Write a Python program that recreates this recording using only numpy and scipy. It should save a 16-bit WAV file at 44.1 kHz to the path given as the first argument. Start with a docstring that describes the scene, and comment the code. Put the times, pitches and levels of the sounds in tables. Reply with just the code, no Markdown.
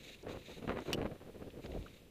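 """A ski binding snaps shut with one sharp, short click: its lever hits and the parts ring briefly.
As the skier bends over the ski on packed snow, clothing rubs and bumps on the housing of a
body-worn camera, and a nylon jacket sleeve swishes against itself. Crumbs of snow tick,
and light gusts rumble on the microphone over the steady sound of open air."""
import sys
import numpy as np
from scipy import signal
from scipy.fft import rfft, irfft, next_fast_len
from scipy.io import wavfile
from scipy.ndimage import uniform_filter1d, map_coordinates

SR = 44100
rng = np.random.default_rng(int(sys.argv[2]) if len(sys.argv) > 2 else 0)


def digitize_waveform(pressure):
    """Quantize a signal to 16-bit integers and store it at the path in sys.argv[1].

    Rows of a 2-D input are taken as channels; values are limited to [-1, 1].
    """
    field = np.atleast_2d(pressure).T
    bounded = np.clip(field, -1, 1)
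    quanta = np.round(bounded * 32767).astype(np.int16)
    wavfile.write(sys.argv[1], SR, quanta)


N = 92610
T = np.arange(N) / SR

# The lever's hits. Each row: start in seconds, level in dB, extra level of the crack in dB.
LEVER_HITS = [(0.9302, -35, 8), (0.9313, -26, -5.5), (0.9343, -44.5, 9.5), (0.9367, -38, -2),
              (0.9445, -41.5, -2)]
# The binding's ringing tones. Each row: pitch in Hz, level in dB, seconds to fade by 60 dB.
BINDING_TONES = [(1940, -14, .04), (2630, -19, 0.057), (2820, -5.5, 0.037), (3000, -0.5, 0.044),
                 (3190, -3, 0.025), (3300, -12, .03), (3900, -19, 0.044), (4670, -9, .023),
                 (5050, -27, 0.021), (5490, -14, .026), (6020, -30, .03), (6380, -23, 0.025),
                 (7900, -12.5, 0.025), (12300, -26, .025)]
# The tone colour of the crack. Each row: frequency in Hz, level in dB.
CRACK_COLOUR = [(600, -23), (1600, -12), (3000, 7), (5000, 6), (9000, -12.5), (13000, -6), (15000, -12)]

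def binding_snap(ring_db=-4, crack_db=-3, crack_fade_s=0.019, rest_at_s=0.95, rest_fade_s=0.033):
    """Each hit of the lever cracks and makes the binding ring, until the resting lever damps it."""
    out, t = np.zeros(N), T[:SR // 8]
    for start, db, extra_db in LEVER_HITS:
        ring = np.zeros(len(t))
        for hz, tone_db, fade_s in BINDING_TONES:
            loudness = amp(tone_db + rng.normal(0, 1) - 60 * t / fade_s)
            pitch = hz * (1 + rng.normal(0, 0.0075))
            ring += loudness * np.sin(2 * np.pi * pitch * t)
        crack = unit(coloured(rng.standard_normal(len(t)), CRACK_COLOUR)) * amp(-60 * t / crack_fade_s)
        add(out, start, amp(db) * (amp(ring_db) * ring + amp(crack_db + extra_db) * crack))
    return out * amp(-60 * np.maximum(T - rest_at_s, 0) / rest_fade_s)


# Clothing drags over the camera. Each row: start and length in seconds, thud level in dB,
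# rasp level in dB compared with the thud.
RUBS = [(0.038, 0.071, -59, -17), (0.229, 0.037, -50, -16), (0.264, 0.051, -45, -9),
        (0.327, .047, -47, -11), (0.384, 0.039, -58.5, -23), (0.481, 0.046, -52, -9.5),
        (0.567, 0.032, -51.5, -16.5), (0.617, 0.015, -47.5, -11), (0.641, 0.009, -41.5, -16),
        (0.675, 0.0053, -38, -10.5), (0.688, 0.02, -36, -6.5), (0.717, 0.0059, -41.5, -1.5),
        (0.731, 0.02, -42.5, -13.5), (0.759, 0.03, -41.5, -6), (0.794, .032, -47.5, -10.5),
        (0.855, 0.022, -49, -8.5), (0.88, 0.029, -39, -11), (0.919, 0.02, -42.5, -9),
        (0.947, 0.013, -42, -16.5), (0.973, 0.019, -37.5, -13), (1.001, 0.033, -40.5, -9.5),
        (1.048, 0.013, -35.5, -10.5), (1.062, 0.043, -48.5, -22), (1.11, 0.016, -42.5, -15.5),
        (1.143, 0.02, -54.5, -9), (1.203, 0.029, -53.5, -9), (1.249, 0.025, -54.5, -12),
        (1.278, .022, -49.5, -16), (1.343, 0.029, -51.5, -14), (1.395, .02, -52, -13),
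        (1.416, 0.0087, -45.5, -11), (1.439, 0.027, -52.5, -37), (1.466, 0.017, -47.5, -18.5),
        (1.531, 0.033, -54, -18), (1.568, .032, -47.5, -19), (1.64, .022, -45, -15),
        (1.678, 0.056, -48, -23), (1.741, 0.035, -43.5, -20.5), (1.788, 0.042, -56, -15),
        (1.821, 0.066, -57.5, -23)]
# The tone colours of the housing's thud and the cloth's rasp. Each row: frequency in Hz, level in dB.
THUD_COLOUR = [(25, -12), (60, -3), (130, -0.5), (250, 0.5), (500, 0.5), (680, -7.5), (900, -22.5),
               (1500, -41), (4000, -67)]
RASP_COLOUR = [(300, -15), (700, 5.5), (1100, 3.5), (1700, -2), (2900, -7.5), (3400, -15.5), (4000, -16.5),
               (5200, -30.5), (12000, -46)]

def clothing_rubs(rise_s=0.0099, fall_s=0.0088):
    """Cloth sticks and slips on the housing: many slips make a hollow thud, fewer catches a rasp."""
    thud_level = swells([(start, length, db) for start, length, db, _ in RUBS], rise_s, fall_s)
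    rasp_level = swells([(start, length, db + rasp) for start, length, db, rasp in RUBS], rise_s, fall_s)
    thud = coloured(slipping(per_second=900, scatter_db=4, drag_db=-4), THUD_COLOUR)
    rasp = coloured(slipping(per_second=420, scatter_db=6.5, drag_db=-2), RASP_COLOUR)
    return thud_level * steady(thud, size=800) + rasp_level * steady(rasp, size=900)


def slipping(per_second, scatter_db, drag_db):
    """Sliding cloth gives tiny random jerks on top of a smooth drag."""
    jerks = (rng.random(N) < per_second / SR) * rng.choice([-1, 1], N)
    strength = amp(scatter_db * np.clip(rng.standard_normal(N), -2, 2))
    return unit(jerks * strength) + amp(drag_db) * rng.standard_normal(N)


# Clothing knocks the camera. Each row: start in seconds, thud peak in dB, rasp peak in dB.
BUMPS = [(0.268, -35.5, -41), (0.332, -38, -59), (0.346, -33, -59), (0.373, -50, -40.5),
         (0.678, -33.5, -30.5), (0.6946, -31, -25), (0.7065, -36, -33), (0.789, -35.5, -30.5),
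         (0.9465, -25.5, -45), (0.9549, -32.5, -53), (0.985, -35, -62), (1.0088, -27.5, -52),
         (1.016, -39, -29.5), (1.028, -29.5, -34.5), (1.056, -26, -43), (1.0618, -33, -33.5),
         (1.4274, -39.5, -46.5), (1.7512, -31.5, -52)]

def clothing_bumps():
    """A single hard slip knocks the housing, with the same tone colours as the rubbing."""
    out, knock = np.zeros(N), signal.unit_impulse(SR // 10)
    thud, rasp = coloured(knock, THUD_COLOUR), coloured(knock, RASP_COLOUR)
    thud, rasp = thud / np.abs(thud).max(), rasp / np.abs(rasp).max()
    for start, thud_db, rasp_db in BUMPS:
        add(out, start, -amp(thud_db) * thud - amp(rasp_db) * rasp)
    return out


# The sleeve's swishes. Each row: start in seconds, length in seconds, level in dB.
SWISHES = [(0.0, 0.05, -60), (0.04, 0.11, -57.5), (0.075, 0.016, -55.5), (0.185, 0.031, -65.5),
           (0.285, 0.049, -57.5), (0.35, .1, -64), (0.455, 0.13, -58.5), (0.62, 0.1, -67),
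           (0.775, 0.081, -63), (0.85, 0.067, -58.5), (1.615, 0.046, -62.5), (1.7, .29, -67)]
# The tone colour of sliding nylon. Each row: frequency in Hz, level in dB.
NYLON_COLOUR = [(700, -23.5), (1600, -8), (2350, 3), (2750, 1.5), (3150, -4.5), (3800, 4), (4400, -6.5),
                (5300, -15), (6600, -8), (8000, -16.5), (9500, -21.5), (15000, -21)]

def sleeve_swishes(flutter_db=1.75):
    """Nylon slides on nylon as the arm moves, making a fluttering hiss."""
    flutter = amp(flutter_db * wobble(per_second=120))
    return swells(SWISHES, rise_s=0.012, fall_s=0.016) * flutter * noise(NYLON_COLOUR)


# Small ticks. Each row: start in seconds, level in dB, middle pitch in Hz, seconds to fade by 60 dB,
# spread of the pitches (0.2 is about 20 percent).
TICKS = [(0.227, -53.5, 5540, 0.012, 0.2), (0.804, -50.5, 5800, 0.0084, 0.23),
         (1.503, -45.5, 2660, .013, 0.24), (1.6603, -38, 2810, 0.0087, 0.33),
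         (1.7192, -41.5, 2550, 0.0085, 0.23), (1.735, -46, 2600, 0.0088, 0.18),
         (1.8266, -43.5, 2850, 0.0068, 0.29), (1.862, -44, 1372, 0.031, 0.095),
         (1.881, -47, 2600, 0.011, 0.2)]

def snow_ticks(tones=24):
    """Crumbs of snow and small parts tick, each as a cluster of tones that die quickly."""
    out, t = np.zeros(N), T[:SR // 10]
    for start, db, hz, fade_s, spread in TICKS:
        pitches = hz * np.exp(spread * np.clip(rng.standard_normal((tones, 1)), -2, 2))
        cluster = np.sin(2 * np.pi * (pitches * t + rng.random((tones, 1)))).sum(0)
        rise = 1 - np.exp(-t * hz / 2)
        add(out, start, amp(db - 60 * t / fade_s) * steady(cluster, size=150) * rise)
    return out


# Light gusts. Each row: start in seconds, length in seconds, level in dB.
GUSTS = [(0.24, 0.13, -58), (0.69, 0.04, -60), (0.975, 0.018, -46), (1.04, 0.043, -53), (1.09, 0.029, -53),
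         (1.35, 0.49, -61.5), (1.675, 0.08, -47.5), (1.772, 0.03, -41.5), (1.82, 0.077, -63)]
# The tone colour of the wind. Each row: frequency in Hz, level in dB.
WIND_COLOUR = [(20, -14.5), (42, 3.5), (80, -2.5), (130, -11.5), (250, -20), (800, -57)]

def wind_gusts():
    """Gusts blow on the microphone and make a low rumble."""
    return swells(GUSTS, rise_s=0.035, fall_s=0.021) * steady(noise(WIND_COLOUR), size=1800)


# How loud the open air is. Each row: time in seconds, level in dB.
AIR_LEVEL = [(0, -59.5), (0.18, -60), (0.55, -57.5), (1.2, -58.5), (1.7, -58), (1.96, -58.5), (2.1, -61)]
# The tone colour of the open air. Each row: frequency in Hz, level in dB.
AIR_COLOUR = [(20, 3), (60, 0.5), (200, -1.5), (480, -3), (800, -18.5), (1400, -21.5), (2600, -18.5),
              (3900, -20.5), (5200, -27.5), (9000, -30), (15000, -29.5)]

def open_air():
    """A soft, low rush whose level drifts a little."""
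    return amp(np.interp(T, *np.transpose(AIR_LEVEL))) * noise(AIR_COLOUR)


def amp(db):
    """Turn decibels into a number to multiply by."""
    return 10 ** (np.asarray(db) / 20)


def unit(x):
    """Scale a sound so that its average level (rms) is 1."""
    return x / np.sqrt(np.mean(x ** 2) + 1e-20)


def steady(x, size):
    """Hold the level near 1 over stretches of size samples."""
    power = np.abs(uniform_filter1d(unit(x) ** 2, size=size))
    return unit(x) / np.sqrt(power + 1e-6)


def coloured(x, colour, size=8192):
    """Filter a sound to give it a tone colour, listed as (Hz, dB) points."""
    hz, db = np.transpose(colour)
    gain = amp(np.interp(np.log(np.fft.rfftfreq(size, 1 / SR) + 1), np.log(hz), db))
    cepstrum = irfft(np.log(gain))
    # Folding onto the first half makes the filter ring only after a hit, never before it.
    cepstrum[1:size // 2] *= 2
    cepstrum[size // 2 + 1:] = 0
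    response = irfft(np.exp(rfft(cepstrum)))
    return signal.fftconvolve(x, response)[:len(x)]


def noise(colour):
    """Noise with the given tone colour, at level 1."""
    return unit(coloured(rng.standard_normal(N), colour))


def wobble(per_second):
    """A smooth curve through per_second random values each second."""
    return map_coordinates(rng.standard_normal(N // 10), [T * per_second], mode="wrap")


def swells(rows, rise_s, fall_s):
    """One loudness curve from (start, length, dB) rows that each rise, hold and die away."""
    power = np.zeros(N)
    for start, length, db in rows:
        rise = np.clip((T - start) / rise_s + 0.5, 0, 1)
        fall = np.exp(-np.maximum(T - start - length, 0) / fall_s)
        power += (amp(db) * rise * fall) ** 2
    return np.sqrt(power)


def add(track, start, sound):
    """Mix a sound into the track, start seconds in."""
    part = track[round(start * SR):][:len(sound)]
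    part += sound[:len(part)]


def scene(hiss_db=-79):
    """Every source reaches left and right alike; only a faint hiss differs."""
    centre = binding_snap() + clothing_rubs() + clothing_bumps() + sleeve_swishes()
    centre += snow_ticks() + wind_gusts() + open_air()
    hiss = amp(hiss_db) * noise([(1000, -22.5), (4000, -16), (8000, 1.5), (15000, -2)])
    return np.array([centre + hiss, centre - hiss])


def record(dry, top_hz=15080):
    """The camera keeps no sound higher than top_hz."""
    size = next_fast_len(N + SR // 2)
    kept = np.fft.rfftfreq(size, 1 / SR) < top_hz
    return irfft(rfft(dry, size) * kept, size)[:, :N]


dry = scene()
out = record(dry)
digitize_waveform(out)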